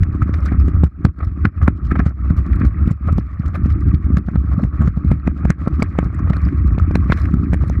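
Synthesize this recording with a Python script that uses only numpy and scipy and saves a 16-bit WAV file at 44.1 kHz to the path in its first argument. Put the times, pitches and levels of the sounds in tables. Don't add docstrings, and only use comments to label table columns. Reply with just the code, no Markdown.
import sys
import numpy as np
from scipy import signal
from scipy.fft import rfft, irfft, next_fast_len
from scipy.io import wavfile
from scipy.ndimage import uniform_filter1d, map_coordinates

SR = 44100
rng = np.random.default_rng(int(sys.argv[2]) if len(sys.argv) > 2 else 0)


def boost(x):
    u = np.asarray(x, float) / 20
    return 10 ** u


def inscribe(sig):
    pcm = np.round(np.clip(np.atleast_2d(sig).T, -1, 1) * 32767)
    wavfile.write(sys.argv[1], SR, pcm.astype(np.int16))


N = 343980

# frequency_hz, level_db
HOUSING_COLOUR = [(300, -12.5), (600, -8.5), (800, -12), (960, -19.5), (1090, -5.5), (1290, -1.5),
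                  (1480, -12), (1900, -21), (2600, -41), (5000, -120)]
# frequency_hz, level_db
SHELL_COLOUR = [(900, -60.5), (1500, 4), (1900, 0), (2400, -4), (2750, -18.5), (3300, -25), (5000, -38),
                (9000, -120)]
# frequency_hz, level_db
TREBLE_COLOUR = [(1800, -80), (2800, 1.5), (3400, -2), (4100, -1.5), (5500, -6), (7500, -11), (9700, -18.5),
                 (11100, -18.5), (12600, -23.5), (15500, -26), (17000, -69.5), (20000, -120)]
# frequency_hz, level_db
METAL_COLOUR = [(2500, -36.5), (4200, 8), (4650, -4.5), (5050, 2), (6500, -8.5), (7500, -6.5),
                (8200, -13.5), (9100, -7.5), (10000, -23.5), (11300, -9), (12500, -16.5), (16000, -51)]
# pitch_hz, level_db
CASE_RESONANCES = [(1150, 0.5), (1290, 1.5), (1600, -7.5), (1900, -6), (2200, -11), (2450, -11)]
# pitch_hz, level_db
METAL_RESONANCES = [(4200, -2), (5050, 1), (5700, -3), (7400, -12), (9100, -10), (11300, -13.5)]
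PING_CYCLES = 36


def steady(x, span):
    power = uniform_filter1d(x ** 2, int(span * SR))
    return x / np.sqrt(np.abs(power) + 0.0009 * np.mean(x ** 2))


def wobble(rate):
    knots = rng.standard_normal(int(N * rate / SR) + 4)
    return map_coordinates(knots, [np.arange(N) * rate / SR])


def response(points, size=4096):
    f, db = np.transpose(points)
    log_bins = np.log(np.fft.rfftfreq(size, 1 / SR) + 1)
    gain = boost(np.interp(log_bins, np.log(f + 1), db))
    cepstrum = irfft(np.log(gain + 1e-6))
    cepstrum[1:size // 2] *= 2
    cepstrum[size // 2 + 1:] = 0
    h = irfft(np.exp(rfft(cepstrum)))
    return h / np.linalg.norm(h)


def through(x, points):
    return signal.fftconvolve(x, response(points))[:N]


def grit(rate, spread_db):
    chance = rng.random(N)
    size = rng.exponential(1, N)
    sign = rng.standard_normal(N)
    return (chance < rate / SR) * sign * boost(spread_db * np.minimum(size, 5.5))


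def patchy(x, depth_db):
    z = signal.stft(x, nperseg=128)[2]
    field = uniform_filter1d(rng.standard_normal(z.shape), size=7, axis=0)
    field = uniform_filter1d(field, size=5, axis=1)
    varied = z * boost(depth_db * field / field.std())
    return signal.istft(varied, nperseg=128)[1][:N]


def bursts(events, colour, tail_db, tail_t60):
    lead = SR // 30
    out = np.zeros(N + SR)
    t = (np.arange(SR // 8) - lead) / SR
    noise = boost(2.5 * wobble(500)) * rng.standard_normal(N)
    ragged = steady(through(patchy(noise, depth_db=5.5), colour), span=.006)
    for s, db, t60 in events:
        span = np.where(t < 0, -t / 0.73, t)
        fade = boost(-60 * span / np.clip(t60, .006, .09))
        fade += boost(tail_db - 60 * span / tail_t60)
        out[round(s * SR) - lead:][:len(t)] += boost(db) * fade
    return out[:N] * ragged


def rings(s, db, modes):
    detune = .04
    pick, shift, size = rng.random((len(s), 3)).T
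    hz, mode_db = np.array(modes)[(pick * len(modes)).astype(int)].T[:, :, None]
    shifted_hz = hz * (1 + detune * (2 * shift[:, None] - 1))
    turns = shifted_hz * np.arange(SR // 30) / SR
    level_db = (db + 5 * size)[:, None] + mode_db
    envelope = boost(level_db - 60 * turns / PING_CYCLES) * turns / (3 + turns)
    tones = envelope * np.sin(2 * np.pi * turns)
    at = (s * SR).astype(int)[:, None] + np.arange(SR // 30)
    return np.bincount(at.ravel(), tones.ravel(), N + SR)[:N]


def scattered(modes, count, spread_db):
    s, size = rng.random((count, 2)).T
    x = rings(s * N / SR, -spread_db * np.log(size + .01), modes)
    return x / x.std()


def ticks():
    # peak_s, level_db
    grains = [(0.406, -57), (.656, -55.5), (1.248, -51), (1.87, -55.5), (2.094, -57), (2.369, -54),
              (2.559, -54), (2.601, -54.5), (2.667, -51), (3.198, -55), (3.397, -55), (3.482, -54),
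              (3.637, -59), (3.723, -54.5), (3.808, -55.5), (4.976, -59.5), (5.049, -56.5), (5.888, -60),
              (6.148, -54), (6.419, -55), (6.572, -60), (6.583, -59), (6.676, -53), (6.971, -57),
              (7.198, -53), (7.681, -51)]
    t60_s = 0.02
    return bursts([(s, db, t60_s) for s, db in grains], METAL_COLOUR, tail_db=-17.5, tail_t60=0.055)


def chatter():
    # start_s, length_s, level_db
    spells = [(3.535, 0.028, -61), (4.58, 0.079, -62.5), (6.022, 0.032, -63), (6.332, 0.054, -71),
              (7.098, 0.046, -52), (7.16, 0.093, -58.5)]
    t = np.arange(N) / SR
    gate = np.zeros(N)
    for s, length, db in spells:
        corners = [s - .004, s, s + length, s + length + 0.012]
        gate += boost(db) * np.interp(t, corners, [0.0045, 0.88, 0.64, 0.024])
    flutter = boost(4.6 * wobble(90))
    return gate * flutter * steady(through(grit(2500, spread_db=4.0), METAL_COLOUR), span=0.033)


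def pings():
    # start_s, pitch_hz, level_db
    tones = [(0.2188, 1280, -9), (5.8223, 2240, -8), (5.8237, 4700, -17.5), (6.368, 4200, -30),
             (6.956, 4130, -19), (7.125, 2400, -31)]
    out = np.zeros(N + SR)
    t = np.arange(SR // 20) / SR
    for s, hz, db in tones:
        turns = t * hz
        envelope = boost(db - 60 * turns / PING_CYCLES) * turns / (1 + turns)
        out[round(s * SR):][:len(t)] += envelope * np.sin(2 * np.pi * turns)
    return out[:N]


def clicks():
    # peak_s, housing_db, shell_db, treble_db, t60_s (bursts() holds it to 0.006-0.09)
    strikes = [(0.034, -37, -31, -43, 0.017), (0.2254, -38, -34.5, -52.5, 0.046),
               (0.293, -27, -52, -75, 0.011), (0.3416, -33.5, -33, -43.5, 0.032),
               (0.4608, -30.5, -45, -43.5, 0.055), (0.484, -43, -34.5, -69, 0.1),
               (0.5212, -26, -37, -59, 0.027), (0.6842, -36.5, -49, -52.5, 0.064),
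               (0.8401, -28, -40, -41.5, 0.024), (0.865, -43, -49, -63, 0.046),
               (1.052, -16, -38, -31.5, 0.012), (1.065, -50, -46, -58, 0.02), (1.086, -46, -51, -70, 0.016),
               (1.19, -40, -56, -58, 0.017), (1.2068, -28, -38, -66, 0.026),
               (1.2317, -27.5, -43, -61, 0.03), (1.4541, -14.5, -17.5, -38.5, 0.018),
               (1.6175, -25.5, -37, -65, 0.019), (1.63, -27, -46, -49.5, 0.036),
               (1.6797, -11, -21, -39, 0.014), (1.9163, -20.5, -26, -54, 0.04),
               (1.9578, -19.5, -25, -58, 0.022), (1.966, -34, -46, -65, 0.006),
               (1.9937, -26, -30.5, -45, 0.022), (2.0014, -19, -23.5, -57, 0.023),
               (2.065, -32.5, -37.5, -48.5, 0.062), (2.3038, -29, -38, -52, 0.019),
               (2.378, -40.5, -47, -51.5, 0.044), (2.5326, -38, -34, -57, 0.02),
               (2.617, -27.5, -30, -66, 0.023), (2.6518, -30, -43, -46, 0.022),
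               (2.8769, -37, -49, -40.5, 0.0053), (2.914, -43, -46, -49.5, 0.054),
               (3.0916, -20.5, -55, -76, 0.05), (3.1275, -46, -43, -43.5, 0.0093),
               (3.183, -32, -47, -43, 0.028), (3.461, -36, -45, -50, 0.033), (3.546, -36, -44, -55, 0.06),
               (3.5574, -26, -33.5, -50, 0.04), (3.661, -41, -50, -52, 0.033),
               (3.7038, -35, -41.5, -46, 0.012), (3.946, -39.5, -40.5, -46.5, 0.04),
               (4.1711, -19, -26, -37, 0.0097), (4.183, -29.5, -58, -46.5, 0.014),
               (4.288, -31, -62, -59, 0.022), (4.3587, -30, -41.5, -48.5, 0.019),
               (4.5966, -27, -60, -75, 0.052), (4.638, -26, -34, -42, 0.0066),
               (4.8186, -29.5, -52, -53.5, 0.11), (4.8776, -28.5, -57, -48, 0.035),
               (5.117, -51, -34.5, -45, 0.03), (5.2754, -19.5, -22, -38.5, 0.0065),
               (5.4528, -27.5, -34, -45, 0.017), (5.5043, -24, -13.5, -26, 0.0052),
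               (5.662, -30, -48, -73, 0.02), (5.679, -25, -53, -47, 0.025), (5.8018, -32, -50, -56, 0.072),
               (5.828, -16, -36, -26, 0.0026), (5.955, -30.5, -56, -81, 0.026),
               (5.989, -12.5, -16.5, -35.5, 0.0085), (6.1935, -27.5, -53, -54, 0.021),
               (6.2753, -25, -60, -62, 0.0094), (6.301, -26, -53, -43.5, 0.018),
               (6.3344, -26, -29, -45.5, 0.02), (6.3673, -30, -39, -52, 0.025),
               (6.4883, -41, -29, -61, 0.011), (6.7858, -47, -36, -49, 0.023),
               (6.7987, -19, -65, -46, 0.0086), (6.9134, -54, -39, -54, 0.022),
               (6.955, -15, -16, -29.5, 0.0028), (7.1032, -33, -33.5, -58, 0.067),
               (7.1224, -12, -11, -32, 0.0099), (7.175, -59, -34, -49, 0.024),
               (7.1866, -31.5, -40, -52, 0.034), (7.2412, -50, -36, -58, 0.007),
               (7.2561, -34, -31.5, -49, 0.014), (7.3411, -27, -58, -46.5, 0.013),
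               (7.5343, -43, -28.5, -44, 0.022), (7.5432, -45, -28, -37, 0.0093),
               (7.698, -30, -38.5, -38.5, 0.0074)]
    clack_db, clink_db = -5, 0.5
    s, housing_db, shell_db, treble_db, t60 = np.transpose(strikes)
    low = bursts(zip(s, housing_db, t60), HOUSING_COLOUR, tail_db=-22.0, tail_t60=0.098)
    high = bursts(zip(s, shell_db, t60), SHELL_COLOUR, tail_db=-19.5, tail_t60=0.099)
    thin = bursts(zip(s, treble_db, t60), TREBLE_COLOUR, tail_db=-23, tail_t60=0.065)
    clack = rings(s - .001, housing_db + clack_db, CASE_RESONANCES[:2])
    clack += rings(s, shell_db + clack_db, CASE_RESONANCES[2:])
    clink = rings(s, treble_db + clink_db, METAL_RESONANCES)
    return low + high + thin + clack + clink


def jolts():
    # peak_s, level_db, pitch_hz, direction (+1 or -1), knock_db
    impacts = [(0.225, -3, 95, 1, -21.5), (0.295, -9, 196, 1, -25), (0.522, -8, 212, -1, -11.5),
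               (0.682, -8.5, 217, 1, -18.5), (0.8358, -0.5, 150, 1, -5.5), (1.0503, 4.5, 142.4, 1, -4.5),
               (1.064, -22, 170, -1, 4), (1.4519, -1, 175, 1, -23), (1.628, -8, 105, 1, -36),
               (1.6825, 2, 200, 1, -28), (1.9209, -6, 225, 1, -26), (1.996, -3.5, 204, -1, -26),
               (2.0646, -4.5, 135, 1, -12), (2.307, -2.5, 145, 1, -37), (2.613, -6, 178, 1, -30),
               (2.6355, -6.5, 184, 1, -32), (2.649, -5, 172, 1, -32), (2.8765, -2.5, 163, 1, -26),
               (2.913, -4.5, 145, -1, -15), (3.129, -8, 155, 1, -36), (3.184, -6, 169, -1, -3),
               (3.4, -7.5, 158, -1, -56), (3.4567, -14, 150, 1, -29), (3.66, -4.5, 171, 1, -27.5),
               (3.942, -5.5, 136, -1, -29), (4.1047, -6, 182, 1, -26), (4.1433, -7.5, 170, 1, -38),
               (4.175, -4.5, 148, -1, -26), (4.2859, -10, 176, -1, -4.5), (4.358, -6, 164, -1, -5.5),
               (4.583, -5.5, 169.4, -1, -30), (4.635, -3.5, 189, -1, -17), (4.651, -5, 115, -1, -16),
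               (4.8088, -7, 174, -1, -15), (4.82, -8.5, 173, 1, -23), (4.8795, -3.5, 147, -1, -15.5),
               (4.9746, -7, 159, -1, -13), (5.0495, -6, 163, 1, -24), (5.1161, -5, 169, -1, -2),
               (5.279, -4.5, 204, -1, -2.5), (5.4537, -4.5, 170, -1, -2.5), (5.5037, -1.5, 148.7, -1, -6.5),
               (5.675, -4, 185, 1, -4), (5.7972, -6.5, 207, -1, -21), (5.8238, -5, 187, -1, 1.5),
               (5.9886, -5, 166, 1, 4.5), (6.029, -7.5, 148, 1, -7), (6.3053, -3, 136, -1, -7.5),
               (6.781, -6, 146, 1, -4), (6.91, -9.5, 151, -1, -2), (6.9579, -7, 170, -1, 4.5),
               (7.1, -4, 152, -1, -3.5), (7.124, -9.5, 195, 1, 2), (7.341, -4.5, 171, -1, -20),
               (7.5323, -7.5, 162, -1, 0), (7.544, -13, 170, -1, 2), (7.638, -11, 140, -1, -3),
               (7.7, -12.5, 150, -1, 2)]
    up_lead, down_lead = 0.47, 1.05
    lead = SR // 100
    out = np.zeros(N + SR)
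    t = (np.arange(SR // 5) - lead) / SR
    after = np.clip(t, 0, None)
    ring = -np.sin(2 * np.pi * 72 * after) * boost(-11 - 60 * after / 0.04)
    chances = rng.random((len(impacts), 2))
    for (s, db, hz, way, knock_db), (late, blunt) in zip(impacts, chances):
        stretch = np.where(t < 0, up_lead if way > 0 else down_lead, 1)
        thud = np.cos(2 * np.pi * hz * t) * np.exp(-(t * hz / stretch / 0.64) ** 2)
        edge = np.hypot(t - 0.00098 * (late - .5), .00012) / (0.0004 + .0001 * blunt)
        knock = boost(knock_db) * (1 - 1.37 * edge) * np.exp(-.8 * edge)
        out[round(s * SR) - lead:][:len(t)] += boost(db) * way * (thud + ring + knock)
    return out[:N]


def level_dips(lag_s):
    # start_s, length_s (stretched to outlast the drop), loss_db
    dips = [(0.845, 0.21, 21.5), (1.071, 0.13, 23.5), (1.252, 0.17, 9.5), (1.459, 0.1, 20),
            (1.687, 0.2, 9.5), (2.072, 0.16, 13), (2.388, 0.075, 10.5), (2.655, 0.15, 9), (2.905, 0.13, 21),
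            (3.191, 0.22, 14), (3.46, 0.11, 8), (3.95, 0.085, 11), (4.175, 0.15, 11.5), (4.64, 0.11, 12.5),
            (4.864, 0.21, 12), (5.124, 0.16, 11.5), (5.284, 0.13, 10.5), (5.503, 0.1, 11.5),
            (5.835, 0.21, 7.5), (6.061, 0.043, 13), (6.464, 0.033, 8)]
    drop_s, return_s = 0.055, 0.01
    regain = 0.88
    t = np.arange(N) / SR - lag_s
    loss = np.zeros(N)
    for s, length, db in dips:
        end = s + max(length, drop_s + 0.0048)
        loss += np.interp(t, [s, s + drop_s, end, end + return_s], [0, db, db * (1 - regain), 0])
    return -loss


def rolling():
    # time_s, boom_db, hiss_db
    surface = [(0, -9, -45), (.12, -20, -44), (.5, -14, -39), (.7, -9, -42), (1.0, -17, -46),
               (1.4, -15, -44), (1.8, -15, -44), (2.2, -15, -42), (2.6, -12, -39), (3.1, -14, -41),
               (3.5, -16, -41), (3.85, -12, -43), (4.35, -16, -44), (4.8, -14, -39), (5.15, -12, -41),
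               (5.6, -20, -42), (6.0, -16, -40), (6.35, -16, -39), (6.7, -12, -42), (7.05, -15, -41),
               (7.2, -16, -38), (7.35, -16, -43), (7.8, -15, -42)]
    # pitch_hz, width_hz, level_db
    mount = [(66.8, 12, 12.5), (73.06, 9.1, 9), (90.8, 10, -0.5)]
    # frequency_hz, level_db
    bump_colour = [(70, -19), (125, -7.5), (170, 2.5), (230, -5), (300, -3.5), (345, -13), (400, -19.5),
                   (480, -46.5), (750, -53.5), (900, -51), (1500, -120)]
    boom_lag_s = 0.017
    bumps_under_boom_db, rattle_under_hiss_db = -12, -25.5
    bumps_dip, hiss_dips, rattle_dips = 0.99, 0.73, 0.78
    bumps_grow, rattle_grows, shell_grows = 0.11, 0.5, 0.53
    case_ring_db, metal_ring_db = -1, -9

    s, *columns = np.transpose(surface)
    coarse_db, fine_db = [np.interp(np.arange(N) / SR, s, c) for c in columns]
    coarse_change = coarse_db - coarse_db.mean()
    fine_change = fine_db - fine_db.mean()
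    dip_db = level_dips(lag_s=0)
    boom_db = coarse_db + level_dips(boom_lag_s)
    bump_db = bumps_under_boom_db + coarse_db.mean() + bumps_grow * coarse_change + bumps_dip * dip_db
    hiss_db = fine_db + hiss_dips * dip_db
    rattle_db = rattle_under_hiss_db + fine_db.mean() + rattle_grows * fine_change + rattle_dips * dip_db

    m = next_fast_len(N + SR // 2)
    f = np.fft.rfftfreq(m, 1 / SR)
    ring = sum(boost(db) * 1j * f * w / (c * c - f * f + 1j * f * w) for c, w, db in mount)
    ring = ring / (1 + (f / 150) ** 3) / (1 + (42 / (f + 1)) ** 3)
    boom = steady(irfft(rfft(grit(300, spread_db=2.0), m) * ring, m)[:N], span=.2)
    bumps = steady(through(grit(260, spread_db=2.5), bump_colour), span=0.11)
    bumps = bumps * boost(2.96 * wobble(14))

    press = wobble(28)
    scrape = boost(3.0 * wobble(50)) * through(grit(1400, spread_db=2.0), HOUSING_COLOUR)
    shell_db = -10.5 + shell_grows * fine_change + 3.3 * wobble(55)
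    scrape += boost(shell_db) * through(grit(2000, spread_db=2.0), SHELL_COLOUR)
    case_ring = scattered(CASE_RESONANCES, count=3200, spread_db=2.5)
    scrape = scrape / scrape.std() + boost(case_ring_db) * case_ring
    hiss = steady(boost(1.3 * press) * scrape, span=0.27)

    swing = 0.11 + np.abs(boom + 0.32 * bumps)
    crackle = through(patchy(grit(2200, spread_db=0.5), depth_db=1.5), TREBLE_COLOUR)
    metal_ring = scattered(METAL_RESONANCES, count=1500, spread_db=6.0)
    crackle = crackle / crackle.std() + boost(metal_ring_db) * metal_ring
    flicker_db = 4.0 * press + 0.78 * wobble(110) + 1.1 * wobble(5.9)
    rattle = steady(swing * boost(flicker_db) * crackle, span=0.93)
    return boost(boom_db) * boom + boost(bump_db) * bumps + boost(hiss_db) * hiss + boost(rattle_db) * rattle


def scene():
    floor = boost(-94) * rng.standard_normal(N)
    small_parts = ticks() + chatter() + pings() + clicks()
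    return (floor + small_parts + jolts() + rolling())[None]


def roll_off(x):
    return signal.sosfilt(signal.butter(12, 15800, fs=SR, output="sos"), x)


def record(dry):
    hard = 14
    flattened = dry / (1 + np.abs(dry) ** hard) ** (1 / hard)
    return roll_off(flattened)


dry = scene()
out = record(dry)
inscribe(out)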